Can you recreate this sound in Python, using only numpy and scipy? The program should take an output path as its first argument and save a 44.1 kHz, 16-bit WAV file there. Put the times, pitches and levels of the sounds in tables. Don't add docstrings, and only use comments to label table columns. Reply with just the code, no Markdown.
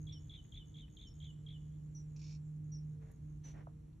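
import sys
import numpy as np
from scipy import signal
from scipy.fft import rfft, irfft
from scipy.io import wavfile
from scipy.ndimage import uniform_filter1d

SR = 44100
rng = np.random.default_rng(int(sys.argv[2]) if len(sys.argv) > 2 else 0)


def dump_mix(stems):
    frames = np.atleast_2d(stems).T
    limited = np.clip(frames, -1, 1)
    pcm = np.round(limited * 32767).astype(np.int16)
    wavfile.write(sys.argv[1], SR, pcm)


N = 176400
T = np.arange(N) / SR
FREQS = np.maximum(np.arange(N // 2 + 1) * SR / N, 1)


def amp(db):
    return 10 ** (np.asarray(db) / 20)


def unit(x):
    return x / np.sqrt(np.mean(x ** 2))


def curve(points):
    return np.interp(T, *np.array(points).T)


def shaped(points):
    hz, db = np.array(points).T
    gain = amp(np.interp(np.log(FREQS), np.log(hz), db))
    return irfft(rfft(rng.standard_normal(N)) * gain, N) * np.sqrt(SR / 2)


def bell(hz, width_hz):
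    return np.exp(-((FREQS - hz) / width_hz) ** 2)


def band(hz, width_hz):
    return unit(irfft(rfft(rng.standard_normal(N)) * bell(hz, width_hz), N))


def walk(rate_hz):
    hold = int(SR / rate_hz)
    steps = np.repeat(rng.standard_normal(N // hold + 2), hold)
    return unit(uniform_filter1d(uniform_filter1d(steps, hold), hold)[:N])


def stereo(mid, side):
    return np.array([mid + side, mid - side])


def tone(hz):
    return np.sin(2 * np.pi * np.cumsum(hz) / SR)


def clock(length_s):
    return np.arange(max(int(length_s * SR), 2)) / SR


def gate(t, attack_s, release_s):
    ramp = np.minimum(t / attack_s, (t[-1] - t) / release_s)
    return np.sin(np.pi / 2 * np.clip(ramp, 0, 1)) ** 2


def burst(start_s, attack_s, decay_s):
    age = np.maximum(T - start_s, 0)
    return np.minimum(age / attack_s, 1) * np.exp(-np.maximum(age - attack_s, 0) / decay_s)


def add(out, start_s, x):
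    i = max(int(start_s * SR), 0)
    out[i:i + len(x)] += x[:max(N - i, 0)]


def trees(x, t60_s, delay_s, side_db):
    t = clock(t60_s)
    tails = rng.standard_normal((2, len(t))) * amp(-60 * t / t60_s) * (t > min(delay_s, t60_s / 2))
    mid, side = (signal.fftconvolve(x, tail / np.linalg.norm(tail))[:N] for tail in tails)
    return stereo(mid, side * amp(side_db))


def warble(pitch_ratio, stretch, waver_hz, level_db):
    # (delay [s], effort [dB])
    swings = [(0, 2), (.0225, 0), (.0415, 3), (.053, 2), (.065, 1)]
    rest_hz, rise_hz_per_s, low_hz, low_s = 3270, 2400, 2230, .0019
    leap_hz, leap_delay_s, leap_s, settle_s = 860, .0035, .0014, .0019
    beak_hz, beak_width_hz, beak_follow_hz_per_s = 3480, 190, 330000
    sag_db_per_s = 200
    t = clock(.075 * stretch)
    delays_s, effort_db = np.array(swings).T
    age = t - delays_s[:, None] * stretch
    low = np.exp(-(age / low_s) ** 4).max(axis=0)
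    since_leap = age - leap_delay_s
    rising = np.exp(-(since_leap / leap_s) ** 2)
    settling = np.exp(-np.abs(since_leap) / settle_s)
    leap = np.where(since_leap < 0, rising, settling).max(axis=0)
    leap *= np.interp(t, [t[-1] / 2, t[-1]], [1, .28])
    upper_hz = rest_hz + rise_hz_per_s * t + leap_hz * leap + waver_hz[:len(t)]
    hz = upper_hz * (1 - low) + low_hz * low
    beak = 1 / np.hypot(1, (uniform_filter1d(hz, 70) - beak_hz) / beak_width_hz)
    sweep_hz_per_s = np.abs(np.gradient(hz)) * SR
    beak /= np.hypot(1, sweep_hz_per_s / beak_follow_hz_per_s)
    latest = np.maximum((age >= 0).sum(axis=0) - 1, 0)
    sag_db = sag_db_per_s * (t - delays_s[latest] * stretch)
    effort = amp(level_db[:len(t)] + effort_db[latest] - sag_db)
    return tone(hz * pitch_ratio) * uniform_filter1d(beak, 70) * effort * gate(t, .006, .004)


def slur(pitch_ratio, stretch, db):
    from_hz, to_hz = 3280, 3020
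    t = clock(.043 * stretch)
    progress = t / t[-1]
    hz = to_hz + (from_hz - to_hz) * (1 - progress) ** 1.7
    swell = amp(db - 4.44 * (1.5 - progress))
    return tone(hz * pitch_ratio) * gate(t, .0045, .0073) * swell


def chirping_bird():
    # (time [s], level [dB], pitch [ratio], time stretch [ratio])
    chirps = [(.066, -55, 0.99, 1.02), (.291, -52.5, 0.99, 1.02), (.518, -54, 0.98, 1.01),
              (.739, -54, 0.99, 1.01), (.965, -54.5, 1, 1.07), (1.198, -54.5, 0.97, 1.03),
              (1.460, -55, 0.97, 1.005)]
    out = np.zeros(N)
    waver_hz, flutter_db = 80 * walk(240), 2 * walk(150)
    for start_s, db, pitch_ratio, stretch in chirps:
        i = int(start_s * SR)
        add(out, start_s, warble(pitch_ratio, stretch, waver_hz[i:], db + flutter_db[i:]))
        add(out, start_s + .073 * stretch, slur(pitch_ratio, stretch, db - 4))
    near = amp(-7) * trees(out, t60_s=.12, delay_s=.0051, side_db=-1)
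    far = amp(-16.5) * trees(out, t60_s=.8, delay_s=.022, side_db=-11)
    late_echo = np.zeros(N)
    add(late_echo, .25, amp(-26.5) * out)
    return out + near + far + late_echo


def thin_bird():
    # (time [s], length [s], top pitch [Hz], fall [Hz], level [dB])
    calls = [(.121, 0.037, 5695, 490, -57), (1.067, 0.037, 5540, 387, -64.5),
             (1.946, 0.038, 5970, 700, -57), (2.716, 0.048, 5843, 690, -57.5),
             (3.438, 0.0456, 6045, 230.4, -58)]
    crest_share = .31
    out = np.zeros(N)
    for start_s, length_s, top_hz, fall_hz, db in calls:
        t = clock(length_s)
        from_crest = np.abs((t / t[-1] - crest_share) / (1 - crest_share))
        hz = top_hz - fall_hz * from_crest ** 1.3
        add(out, start_s, tone(hz) * gate(t, .0072, .015) * amp(db))
    leaves = amp(-6.5) * trees(out, t60_s=.17, delay_s=.0079, side_db=-2)
    late_echo = amp(-8.5) * trees(out, t60_s=.14, delay_s=.031, side_db=-6)
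    return out + leaves + late_echo


def scolding_bird():
    # (time [s], level [dB])
    bursts = [(2.161, -63.5), (2.191, -62.5), (2.214, -62), (2.227, -66.5), (2.239, -62), (2.253, -77),
              (2.263, -62), (2.278, -65), (2.292, -63.5), (2.307, -64.5), (2.32, -64), (2.336, -72.5),
              (2.347, -66.5)]
    # (frequency [Hz], relative level [dB])
    throat = [(1200, -18), (2050, -17), (2450, 2), (2950, -13.5), (3700, -8.5), (4550, 0.5), (5300, 4),
              (6300, -2.5), (7300, -9), (8300, -40), (12000, -41.5)]
    envelope = sum(amp(db) * burst(start_s, .003, .0084) for start_s, db in bursts)
    out = unit(shaped(throat)) * envelope
    return out + amp(-2.5) * trees(out, t60_s=.1, delay_s=.0032, side_db=-2.5)


def buzzing_insect():
    # (time [s], length [s], level [dB], pitch [Hz])
    phrases = [(0, 0.085, -68, 6620), (.192, .125, -69, 6670), (.325, 0.14, -73.5, 6530),
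               (.438, 0.12, -69, 6680), (.562, 0.056, -74.5, 6480), (.654, 0.17, -70, 6630),
               (.897, 0.2, -68.5, 6630), (1.138, 0.17, -70, 6640), (1.41, 0.14, -81.5, 6673),
               (1.565, 0.14, -76.5, 6680), (1.72, 0.16, -79, 6750), (1.91, .11, -78.5, 6750),
               (2.08, 0.2, -77, 6740), (2.45, 0.12, -78.5, 6670), (2.64, .125, -78.5, 6746),
               (2.83, 0.11, -78, 6730), (3.02, .145, -78, 6680), (3.22, 0.16, -78.5, 6640)]
    stroke_hz, stroke_share, fall_hz_per_stroke = 80.43, .19, 974
    out, drift = np.zeros(N), walk(120)
    for start_s, length_s, db, pitch_hz in phrases:
        t = clock(length_s)
        waver = drift[int(start_s * SR):][:len(t)]
        cycle = t * stroke_hz + .06 * waver
        strength = amp(2.2 * rng.standard_normal(64))[cycle.astype(int) % 64]
        phase = cycle % 1 - .35
        strokes = np.exp(-(phase / stroke_share) ** 2) * strength
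        hz = pitch_hz - fall_hz_per_stroke * phase + 60 * waver
        ping = tone(hz) + amp(-22) * tone(2 * hz)
        add(out, start_s, ping * strokes * gate(t, .002, .004) * amp(db))
    return out + amp(-5) * trees(out, t60_s=.12, delay_s=.002, side_db=.5)


def far_insect():
    # (time [s], level [dB])
    sizzle = [(0, -91.5), (1.3, -91), (1.8, -92), (2.45, -89), (2.6, -104), (4, -107)]
    centre_hz, width_hz = 7290, 380
    hiss = stereo(band(centre_hz, width_hz), band(centre_hz, width_hz))
    return hiss * amp(curve(sizzle) + 3.1 * walk(40))


def plop():
    from_hz, to_hz, fall_s, lag_s = 2400, 504, .0023, .0003
    out, t = np.zeros(N), clock(.0099)
    hz = to_hz + (from_hz - to_hz) * np.exp(-t / fall_s)
    add(out, 3.668, tone(hz) * gate(t, .003, .0025) * amp(-49))
    direct = np.array([out, np.roll(out, int(lag_s * SR))])
    return direct + amp(-12) * trees(out, t60_s=.18, delay_s=.00033, side_db=-2)


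def grass():
    # (time [s], length [s], scuff level [dB], hiss level [dB])
    rustles = [(2.994, 0.17, -72, -91.5), (3.427, 0.13, -67.5, -69), (3.524, 0.14, -63.5, -84.5)]
    # (frequency [Hz], relative level [dB])
    scuff_colour = [(250, 9), (700, 5), (1250, -3.5), (1900, 1.5), (3000, -14.5), (4500, -31), (12000, -44)]
    # (frequency [Hz], relative level [dB])
    hiss_colour = [(1000, -12), (2800, 1), (4000, -2.5), (6500, 2), (8000, -10.5), (11000, -13.5),
                   (14000, -32)]
    scuff_gain, hiss_gain = np.zeros(N), np.zeros(N)
    for start_s, length_s, scuff_db, hiss_db in rustles:
        t = clock(length_s)
        add(scuff_gain, start_s, gate(t, .03, .071) * amp(scuff_db))
        add(hiss_gain, start_s, gate(t, .025, .0652) * amp(hiss_db))
    scuff = stereo(unit(shaped(scuff_colour)), unit(shaped(scuff_colour))) * amp(1.074 * walk(210))
    hiss = stereo(unit(shaped(hiss_colour)), amp(-8) * unit(shaped(hiss_colour))) * amp(2 * walk(300))
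    return scuff * scuff_gain + hiss * hiss_gain


def twigs():
    # (time [s], level [dB], band centre [Hz])
    ticks = [(0.125, -66.5, 4300), (0.446, -71.5, 2570), (0.879, -73, 2257), (3.113, -70.5, 10000),
             (3.928, -81.5, 3470)]
    out = np.zeros((2, N))
    for start_s, db, hz in ticks:
        noise = stereo(band(hz, hz * .54), band(hz, hz * .45))
        out += noise * amp(db) * burst(start_s, .0029, .0049)
    return out


def motor():
    # (time [s], pitch [Hz], level [dB])
    fundamental = [(0.0, 152.8, -46.5), (0.51, 148.4, -63.5), (0.75, 151.4, -52.5), (1.08, 151.0, -71.5),
                   (1.19, 150.9, -51), (2.91, 151.5, -44.5), (3.16, 148.4, -59.5), (3.25, 149.6, -47.5),
                   (3.93, 153.2, -57.5), (4.0, 162.6, -64)]
    # (time [s], level [dB])
    second = [(0.0, -66.5), (0.48, -83), (0.99, -70), (1.29, -79.5), (1.95, -66), (2.51, -78.5),
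              (2.63, -65), (3.16, -83), (3.25, -67), (4.0, -75.5)]
    # (time [s], level [dB])
    third = [(0.0, -86), (1.36, -86), (1.45, -73.5), (1.59, -84), (2.84, -84.5), (3.03, -69.5), (3.22, -85),
             (3.89, -81), (4.0, -100)]
    times_s, hz, db = np.array(fundamental).T
    pitch_hz = np.interp(T, times_s, hz)
    out = tone(pitch_hz) * amp(np.interp(T, times_s, db)) * amp([[-1.2], [.9]])
    for harmonic, levels in [(2, second), (3, third)]:
        overtone = tone(harmonic * (pitch_hz + .5 * walk(9))) * amp(curve(levels) + 2 * walk(7))
        left_right_db = [-6 + 2 * walk(11), 3.5 + walk(7.4)]
        out += overtone * amp(left_right_db)
    return np.sqrt(2) * out


def air():
    # (frequency [Hz], density [dB/Hz])
    mid = [(20, -106), (40, -77.5), (60, -74), (115, -76.5), (200, -88), (300, -95), (420, -105),
           (650, -114), (1000, -117), (2000, -121), (4000, -127), (6500, -125), (8000, -127), (11000, -128),
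           (12500, -135), (14000, -146)]
    # (frequency [Hz], density [dB/Hz])
    side = [(20, -120), (60, -99), (250, -94), (600, -112), (1200, -117), (2500, -130), (4000, -133),
            (5200, -127), (8700, -122), (11000, -129), (12200, -146)]
    return stereo(shaped(mid), shaped(side)) * amp(1.1 * walk(2.1))


def scene():
    birds = chirping_bird() + thin_bird() + scolding_bird()
    insects = buzzing_insect() + far_insect()
    return birds + insects + motor() + grass() + twigs() + plop() + air()


def record(dry):
    # (frequency [Hz], width [Hz], gain [dB])
    mid_dips = [(4844, 265, -17.5), (9166, 760, -27.5)]
    # (frequency [Hz], width [Hz], gain [dB])
    side_dips = [(1970, 340, -19.5), (5770, 380, -12.5)]
    top_hz = 13500

    def dipped(x, dips):
        response_db = sum(db * bell(hz, width_hz) for hz, width_hz, db in dips)
        return irfft(rfft(x) * amp(response_db), N)

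    left, right = dry
    heard = stereo(dipped((left + right) / 2, mid_dips), dipped((left - right) / 2, side_dips))
    return signal.sosfilt(signal.ellip(8, .2, 70, top_hz, fs=SR, output="sos"), heard)


dry = scene()
out = record(dry)
dump_mix(out)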